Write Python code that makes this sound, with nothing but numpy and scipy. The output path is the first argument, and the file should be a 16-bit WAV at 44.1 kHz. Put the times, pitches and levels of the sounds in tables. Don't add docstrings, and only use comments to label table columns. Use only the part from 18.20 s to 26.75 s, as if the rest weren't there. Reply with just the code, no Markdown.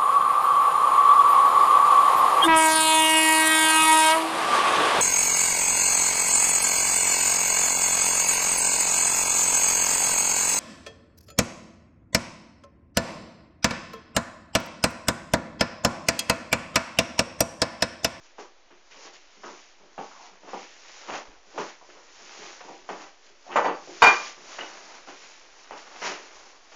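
import sys
import numpy as np
from scipy import signal
from scipy.fft import rfft, irfft
from scipy.io import wavfile
from scipy.ndimage import uniform_filter1d

SR = 44100
rng = np.random.default_rng(int(sys.argv[2]) if len(sys.argv) > 2 else 0)


def gain_from_db(level_db):
    decades = np.asarray(level_db, float) / 20
    return 10 ** decades


def log_audio(samples):
    frames = np.atleast_2d(samples).T
    limited = np.clip(frames, -1, 1)
    pcm = np.round(limited * 32767).astype(np.int16)
    wavfile.write(sys.argv[1], SR, pcm)


N = 377055


def unit(x):
    return x / np.sqrt(np.mean(x ** 2))


def band(x, hz, width_hz):
    return signal.lfilter(*signal.iirpeak(min(hz, 9000), hz / width_hz, fs=SR), x)


def steep(x, low_hz, high_hz):
    return unit(signal.sosfilt(signal.butter(3, [low_hz, high_hz], "band", fs=SR, output="sos"), x))


def grains(count, rate, scatter_db):
    draw = rng.random((count, 2))
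    happens = draw[:, 0] < rate / SR
    strength = gain_from_db(-scatter_db * np.log(draw[:, 1] + 1e-9))
    return happens * strength * rng.standard_normal(count)


def walk(rate):
    hold = int(SR / rate)
    levels = np.repeat(rng.standard_normal(N // hold + 1), hold)
    return unit(uniform_filter1d(levels, hold)[:N])


def add(out, s, x):
    i = int(s * SR)
    out[i:i + len(x)] += x[:N - i]


def fade(t, t60, rise):
    swell = np.sin(np.pi / 2 * np.clip(t / max(rise, 1e-4), 0, 1)) ** 2
    return swell * gain_from_db(-60 * t / max(t60, .01))


# frequency in Hz, density in dB per Hz.
AIR = [(15, -10.5), (35, -18.5), (65, -28.5), (100, -40.5), (200, -32), (330, -19), (740, -20.5),
       (2300, -26), (6700, -33), (7400, -57)]
AIR_DB = -61.5


def air():
    hz, db = np.transpose(AIR)
    shape = np.interp(np.log(np.fft.rfftfreq(N, 1 / SR) + 1), np.log(hz), db)
    return gain_from_db(AIR_DB) * unit(irfft(rfft(rng.standard_normal(N)) * gain_from_db(shape), N))


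# start in seconds, level in dB, pitch in Hz, t60 in seconds.
BUMPS = [(2.91, -54, 70, .2), (3.08, -46, 24, .2), (3.16, -58, 45, .15), (3.39, -60, 60, .15),
         (4.69, -60, 65, .1), (5.409, -62, 60, .12), (5.822, -43, 62, .16), (7.509, -60, 55, .15),
         (8.149, -62, 35, 0.31)]


def hand():
    out, t = np.zeros(N), np.arange(SR // 2) / SR
    for s, db, hz, t60 in BUMPS:
        add(out, s, gain_from_db(db) * np.sin(2 * np.pi * hz * t) * fade(t, t60, 0.006))
    return out


ROOM_T60_S, ROOM_DB = 0.23, -11


def room(x):
    t = np.arange(int(.6 * SR)) / SR
    echoes = rng.standard_normal(len(t)) * (rng.random(len(t)) < .01 + 6 * t) * (t > .003)
    dull = band(echoes, 810, 2700)
    bright = echoes - dull
    tail = dull * fade(t, ROOM_T60_S, .002) + gain_from_db(-8.5) * bright * fade(t, 0.48 * ROOM_T60_S, .002)
    return signal.fftconvolve(x, tail / np.sqrt(np.sum(tail ** 2)))[:N]


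KNOCKS_S = [
    5.359,
    5.443,
    5.821,
]
# frequency in Hz, t60 in seconds, level in dB at the
# first knock, at the rebound and at the hard knock, split of the pair in Hz, partner's share.
TUBE = [(2409, 0.33, -53, -50.5, -5, 8.5, -0.92), (2440, 0.3, -57, -59, -25.5, 9, 0.5),
        (3720, 0.3, -49, -54, -26.5, -20.5, 0.77), (4586, 0.34, -55, -55, -22.5, -10, -0.23),
        (4620, 0.8, -52, -56, -45, 10.5, 0.45), (5140, .34, -61, -61, -39.5, 16, .45),
        (6500, 0.4, -48, -57, -40, 21, -.45), (7050, 0.22, -42, -59, -31, 19, 0.25)]
# frequency in Hz, level in dB, t60 in seconds.
FRAME = [(472, -10.5, 0.33), (635, -16, 0.18), (704, -12.5, 0.2), (733, -6.5, 0.099), (873, -4.5, 0.25),
         (915, -8, 0.18), (1024, -6.5, 0.31), (1060, -7.5, 0.43), (1181, -10, 0.55), (1270, -13.5, 0.098),
         (1505, -19.5, .3), (1578, -13.5, 0.28), (1779, -10.5, .3), (1968, -8.5, 0.3), (2190, -12, 0.24),
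         (2330, -13, 0.17)]
FRAME_DB = [-20, -26, -9.5]
BEAT_LAG_S = .011
RATTLE_DB = 2.5


def knocks():
    out, t = np.zeros(N), np.arange(SR // 2) / SR
    for k, s in enumerate(KNOCKS_S):
        rattle = gain_from_db(RATTLE_DB * walk(70)[:len(t)])
        for hz, t60, *db, split, share in TUBE:
            partner = np.sin(2 * np.pi * (hz * t + split * (t - BEAT_LAG_S)))
            pair = np.sin(2 * np.pi * hz * t) + share * partner
            add(out, s, gain_from_db(db[k]) * rattle * pair * fade(t, t60, 0.0018))
        for hz, db, t60 in FRAME:
            ring = np.sin(2 * np.pi * (hz * t + rng.random()))
            add(out, s, gain_from_db(db + FRAME_DB[k]) * ring * fade(t, t60, 0.0061))
    return out


# peak in seconds, rise in seconds, fall in seconds, # fibre
# hiss in dB, weight pressed into the stuffing in dB.
SWIPES = [(.04, 0.062, 0.18, -58, -5), (.2, 0.026, 0.094, -51, 2.5), (.712, .006, .06, -55, -12),
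          (.75, 0.04, 0.18, -57, -1), (.86, 0.16, 0.087, -49, -2.5), (.938, 0.016, 0.093, -51, -7),
          (1.26, 0.067, 0.23, -50.5, 1), (2.32, 0.11, 0.24, -53.5, 5.5), (2.41, 0.16, 0.23, -51, -12),
          (2.959, 0.11, 0.079, -41.5, 5.5), (3.405, 0.067, 0.12, -43.5, 4.5), (3.49, .06, 0.06, -49, -11),
          (4.71, 0.044, .12, -50, 5.5), (4.82, .12, 0.12, -50, 3), (5.07, 0.11, 0.093, -57, -3),
          (5.27, 0.1, .12, -56.5, 0), (5.38, 0.063, 0.052, -42, -4), (5.455, 0.036, 0.06, -48, 2),
          (5.835, .02, 0.17, -30, 2), (6.08, 0.54, 0.089, -43, -7), (6.885, 0.037, .2, -52, -4),
          (7.578, .006, .03, -48, -10), (7.62, 0.17, 0.18, -53, 2), (7.865, 0.073, 0.11, -34.5, -2)]
# peak in seconds, rise in seconds, fall in seconds, #
# fibre hiss in dB, weight pressed into the stuffing in dB.
MORE_STROKES = [(.58, 0.46, .4, -70, -8), (1.15, .3, 0.27, -59.5, -4), (1.38, 0.16, 0.23, -55.5, -10),
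                (1.84, .17, 0.31, -55.5, 0), (2.06, .4, 0.12, -53.5, -1), (2.72, .35, .3, -53, -9),
                (2.82, .4, 0.085, -51, -1), (3.1, .2, 0.21, -61, 6), (3.33, .2, .1, -59, -1),
                (3.71, .3, .6, -59, 0), (4.1, 0.38, 0.67, -53.5, -9.5), (4.26, .4, 0.28, -47, 1),
                (4.56, .5, 0.14, -57, -8), (5.56, .1, .12, -59, 3), (5.78, .16, .2, -49, -0.5),
                (6.32, 0.15, .5, -45.5, -2), (6.58, .4, 0.34, -54, 5.5), (6.73, .3, .3, -53.5, 5),
                (7.03, 0.16, 0.34, -50, -5.5), (7.4, 0.32, 0.59, -55.5, 1.5), (7.75, .25, .2, -54.5, 8),
                (8.04, .2, .2, -55, 2), (8.16, .2, .2, -55.5, 5), (8.27, 0.74, .25, -55, 1),
                (8.55, 0.23, .2, -54.5, -1)]
STROKE_DROP_DB = 15


def strokes(share, offset_db, lag, rest_db):
    t = np.arange(0, N / SR + .01, .002)
    every = np.concatenate([SWIPES, MORE_STROKES])
    peak, rise, fall, db, weight_db = np.transpose(every)[:, :, None]
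    late = t - peak - lag
    slope = np.maximum(-late / rise, late / fall)
    db = db + offset_db + share * weight_db - STROKE_DROP_DB * slope
    power = np.sum(gain_from_db(db) ** 2, axis=0) + gain_from_db(rest_db) ** 2
    return np.interp(np.arange(N) / SR, t, np.sqrt(power))


# frequency in Hz, width in Hz, level in dB.
CRUNCH = [(360, 29, -1), (800, 1030, 17), (1300, 1400, -22.5)]
# frequency in Hz, width in Hz, level in dB.
SCRAPE = [(2094, 860, 0.69), (2620, 1170, -1.6)]
# frequency in Hz, width in Hz, level in dB.
HISS = [(4600, 2400, 6), (5650, 1800, 10.5), (6600, 1300, -30.5)]
# level in dB of crunch, scrape and hiss.
REST_DB = [-75.5, -71.5, -72.5]
SCRAPE_DB, SCRAPE_PER_WEIGHT, SCRAPE_LAG_S = -4, -0.39, .012


def cloth():
    crunch_gain = strokes(0.85, 0, 0, REST_DB[0])
    scrape_gain = strokes(SCRAPE_PER_WEIGHT, SCRAPE_DB, SCRAPE_LAG_S, REST_DB[1])
    hiss_gain = strokes(0, 0, 0, REST_DB[2])
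    layers = [  # gain, resonances, cracks per second, flicker in dB
        (crunch_gain, CRUNCH, 2500, 1.6),
        (scrape_gain, SCRAPE, 6000, 1.3),
        (hiss_gain, HISS, 12000, 1.1)]
    out = np.zeros(N)
    for gain, modes, rate, flicker_db in layers:
        crack = grains(N, rate, 0.42)
        layer = np.zeros(N)
        for hz, width_hz, db in modes:
            flicker = gain_from_db(db + flicker_db * np.tanh(walk(24)))
            layer += flicker * band(band(crack, hz, 1.7 * width_hz), hz, 1.7 * width_hz)
        out += unit(layer) * gain
    return out


# start in seconds, length in seconds, start pitch in Hz,
# end pitch in Hz, level in dB.
SKIDS = [(1.24, 0.12, 1400, 950, -47), (1.6, 0.09, 1400, 400, -56), (1.91, .22, 1250, 820, -48),
         (5.25, .07, 450, 800, -45), (5.29, 0.065, 950, 1050, -39)]
SKID_WIDTH_HZ = 330


def skids():
    out = np.zeros(N)
    for s, length, start_hz, end_hz, db in SKIDS:
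        share = np.arange(int(length * SR)) / (length * SR)
        hz = end_hz + (start_hz - end_hz) * (1 - share) ** 3.1
        phase = 2 * np.pi * np.cumsum(hz) / SR
        rough = uniform_filter1d(rng.standard_normal(SR // 2), int(SR / SKID_WIDTH_HZ))
        rough = unit(rough)[:len(share)]
        add(out, s, gain_from_db(db) * rough * np.sin(phase) * np.sin(np.pi * share ** 0.68))
    return out


THUD_KNEE_DB, THUD_SQUEEZE = -17.5, 0.94


def contacts(table, rise, tick_db, thud_db):
    out, t = np.zeros(N), np.arange(SR // 2) / SR
    for s, db, hz, length, bright_db in table:
        crack = grains(len(t), 4000, 1.1)
        body = steep(crack, 0.54 * hz, 1.483 * hz) + gain_from_db(bright_db) * steep(crack, 1.86 * hz, 2976)
        thud = steep(crack, 160.6, 323) + gain_from_db(7.5) * steep(crack, 309.4, 427)
        body += gain_from_db(thud_db - THUD_SQUEEZE * max(db - THUD_KNEE_DB, 0)) * thud
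        hold = fade(t, 1.11, rise) * gain_from_db(-40 * (t / max(length, .02)) ** 1.636)
        tick = np.sin(2 * np.pi * hz * t) * fade(t, .007, 0.00052)
        snap = steep(crack, 1500, 7000) * fade(t, 0.022, .0005)
        tick += gain_from_db(-20.5 + bright_db / 2) * snap
        add(out, s, gain_from_db(db) * (gain_from_db(-11.5) * body * hold + gain_from_db(tick_db) * tick))
    return out


# start in seconds, peak level in dB, body pitch in Hz,
# length in seconds, bright share in dB.
PADS = [(.505, -43.5, 600, .093, -1), (1.17, -52, 300, .12, -20), (1.6, -49, 380, .15, -20),
        (2.11, -51, 300, 0.088, -22), (2.233, -38, 635, 0.084, -21), (3.068, -43, 700, 0.1, -14),
        (3.27, -51, 400, .1, -20), (4.02, -46, 450, .1, -15), (4.19, -46, 350, .15, -15),
        (4.27, -46, 450, .08, -15), (4.439, -39, 816, 0.073, -16), (4.62, -50, 350, .08, -20),
        (5.1, -54, 400, 0.08, -14), (5.29, -38, 450, .08, -9), (5.62, -45, 400, .08, -20),
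        (6.17, -48, 300, .2, -20), (6.385, -42, 350, .1, -20), (7.235, -52, 410, .1, -20),
        (6.6, -49, 300, .14, -20)]
# start in seconds, peak level in dB, body pitch in Hz,
# length in seconds, bright share in dB.
TAPS = [(1.914, -39, 1190, 0.054, -16), (3.613, -40, 778, 0.06, -17), (3.689, -41, 541, 0.073, -10),
        (4.406, -32.5, 859, 0.054, -5), (6.167, -52, 1180, 0.076, -18), (7.509, -26.5, 800, 0.13, -8),
        (8.519, -40.5, 727, 0.11, -1)]
# start in seconds, peak level in dB, body pitch in Hz,
# length in seconds, bright share in dB.
CLICKS = [(.710, -44.5, 1360, .014, 8), (2.155, -44, 900, 0.022, -2), (2.333, -26, 800, 0.015, -11),
          (3.70, -41, 1420, 0.018, -3), (4.690, -25.5, 960, 0.017, -4), (6.385, -26, 970, 0.054, -0.5),
          (6.407, -29, 1490, 0.016, 7), (7.57, -36, 1510, .03, -2)]
# start in seconds, peak level in dB, body pitch in Hz,
# length in seconds, bright share in dB.
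DRAGS = [(.75, -36.5, 850, 0.19, -26), (.83, -36.5, 800, 0.17, -26), (2.265, -26.5, 845, 0.095, -4),
         (2.866, -22.5, 800, 0.23, -4), (2.915, -21.5, 785, 0.13, -4.5), (3.335, -26, 505, 0.12, -17),
         (3.745, -32.5, 810, 0.11, -21), (4.465, -28.5, 623, 0.26, -21), (4.775, -31, 910, 0.19, -6),
         (5.30, -23.5, 1010, 0.14, -2), (6.395, -22.5, 696, 0.13, -1.5), (7.805, -21.5, 940, 0.45, -1)]
# start in seconds, peak level in dB, body pitch in Hz,
# length in seconds, bright share in dB.
BLOWS = [(.183, -30.5, 850, 0.11, -9), (.709, -52, 1000, 0.2, 8), (.929, -50, 600, .1, -14),
         (1.235, -30, 950, 0.24, -10), (1.779, -23.5, 715, 0.13, -11), (2.333, -24.5, 676, 0.16, -8.5),
         (3.378, -18, 806, 0.12, -8), (4.690, -24.5, 800, 0.15, -7.5), (5.358, -5.5, 780, 0.12, -13),
         (5.445, -11, 786, 0.19, -11.5), (5.674, -33, 480, 0.2, -19), (5.820, -1, 1100, 0.14, -8),
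         (5.857, -4.5, 1260, 0.16, -12), (6.874, -34, 710, 0.19, -4), (7.570, -39, 600, .06, 0)]


def paws():
    out = contacts(BLOWS, rise=0.0022, tick_db=0.69, thud_db=-9)
    out += contacts(TAPS, rise=0.00078, tick_db=1.6, thud_db=-15.5)
    out += contacts(PADS, rise=0.00078, tick_db=1.6, thud_db=-2.5)
    out += contacts(CLICKS, rise=.0005, tick_db=0.88, thud_db=-19)
    out += contacts(DRAGS, rise=0.034, tick_db=-25, thud_db=-13.5)
    return out + skids()


def scene():
    touch = paws()
    near = touch + gain_from_db(ROOM_DB) * room(touch) + cloth() + knocks()
    near = signal.sosfilt(signal.butter(5, 150, "high", fs=SR, output="sos"), near)
    return (near + air() + hand())[None]


def band_limit(x):
    return signal.sosfilt(signal.butter(12, 15900, fs=SR, output="sos"), x)


SEAM_S, SEAM_FIRST_S = .7, .51
CEILING, OFFSET = .715, .0014


def record(dry):
    x = signal.sosfilt(signal.cheby1(12, .3, 7080, fs=SR, output="sos"), dry)
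    mirror = x * np.cos(2 * np.pi * 16000 * np.arange(N) / SR)
    seams = (np.arange(SEAM_FIRST_S, N / SR, SEAM_S) * SR).astype(int)
    mirror[:, seams] += 28 * (x[:, seams + 3] - x[:, seams - 3])
    leak = signal.butter(6, [7400, 8900], "band", fs=SR, output="sos")
    x = x + gain_from_db(-38) * signal.sosfilt(leak, mirror)
    x = x / (1 + np.abs(x / CEILING) ** 13) ** (1 / 13)
    return band_limit(x + OFFSET)


dry = scene()
out = record(dry)
log_audio(out)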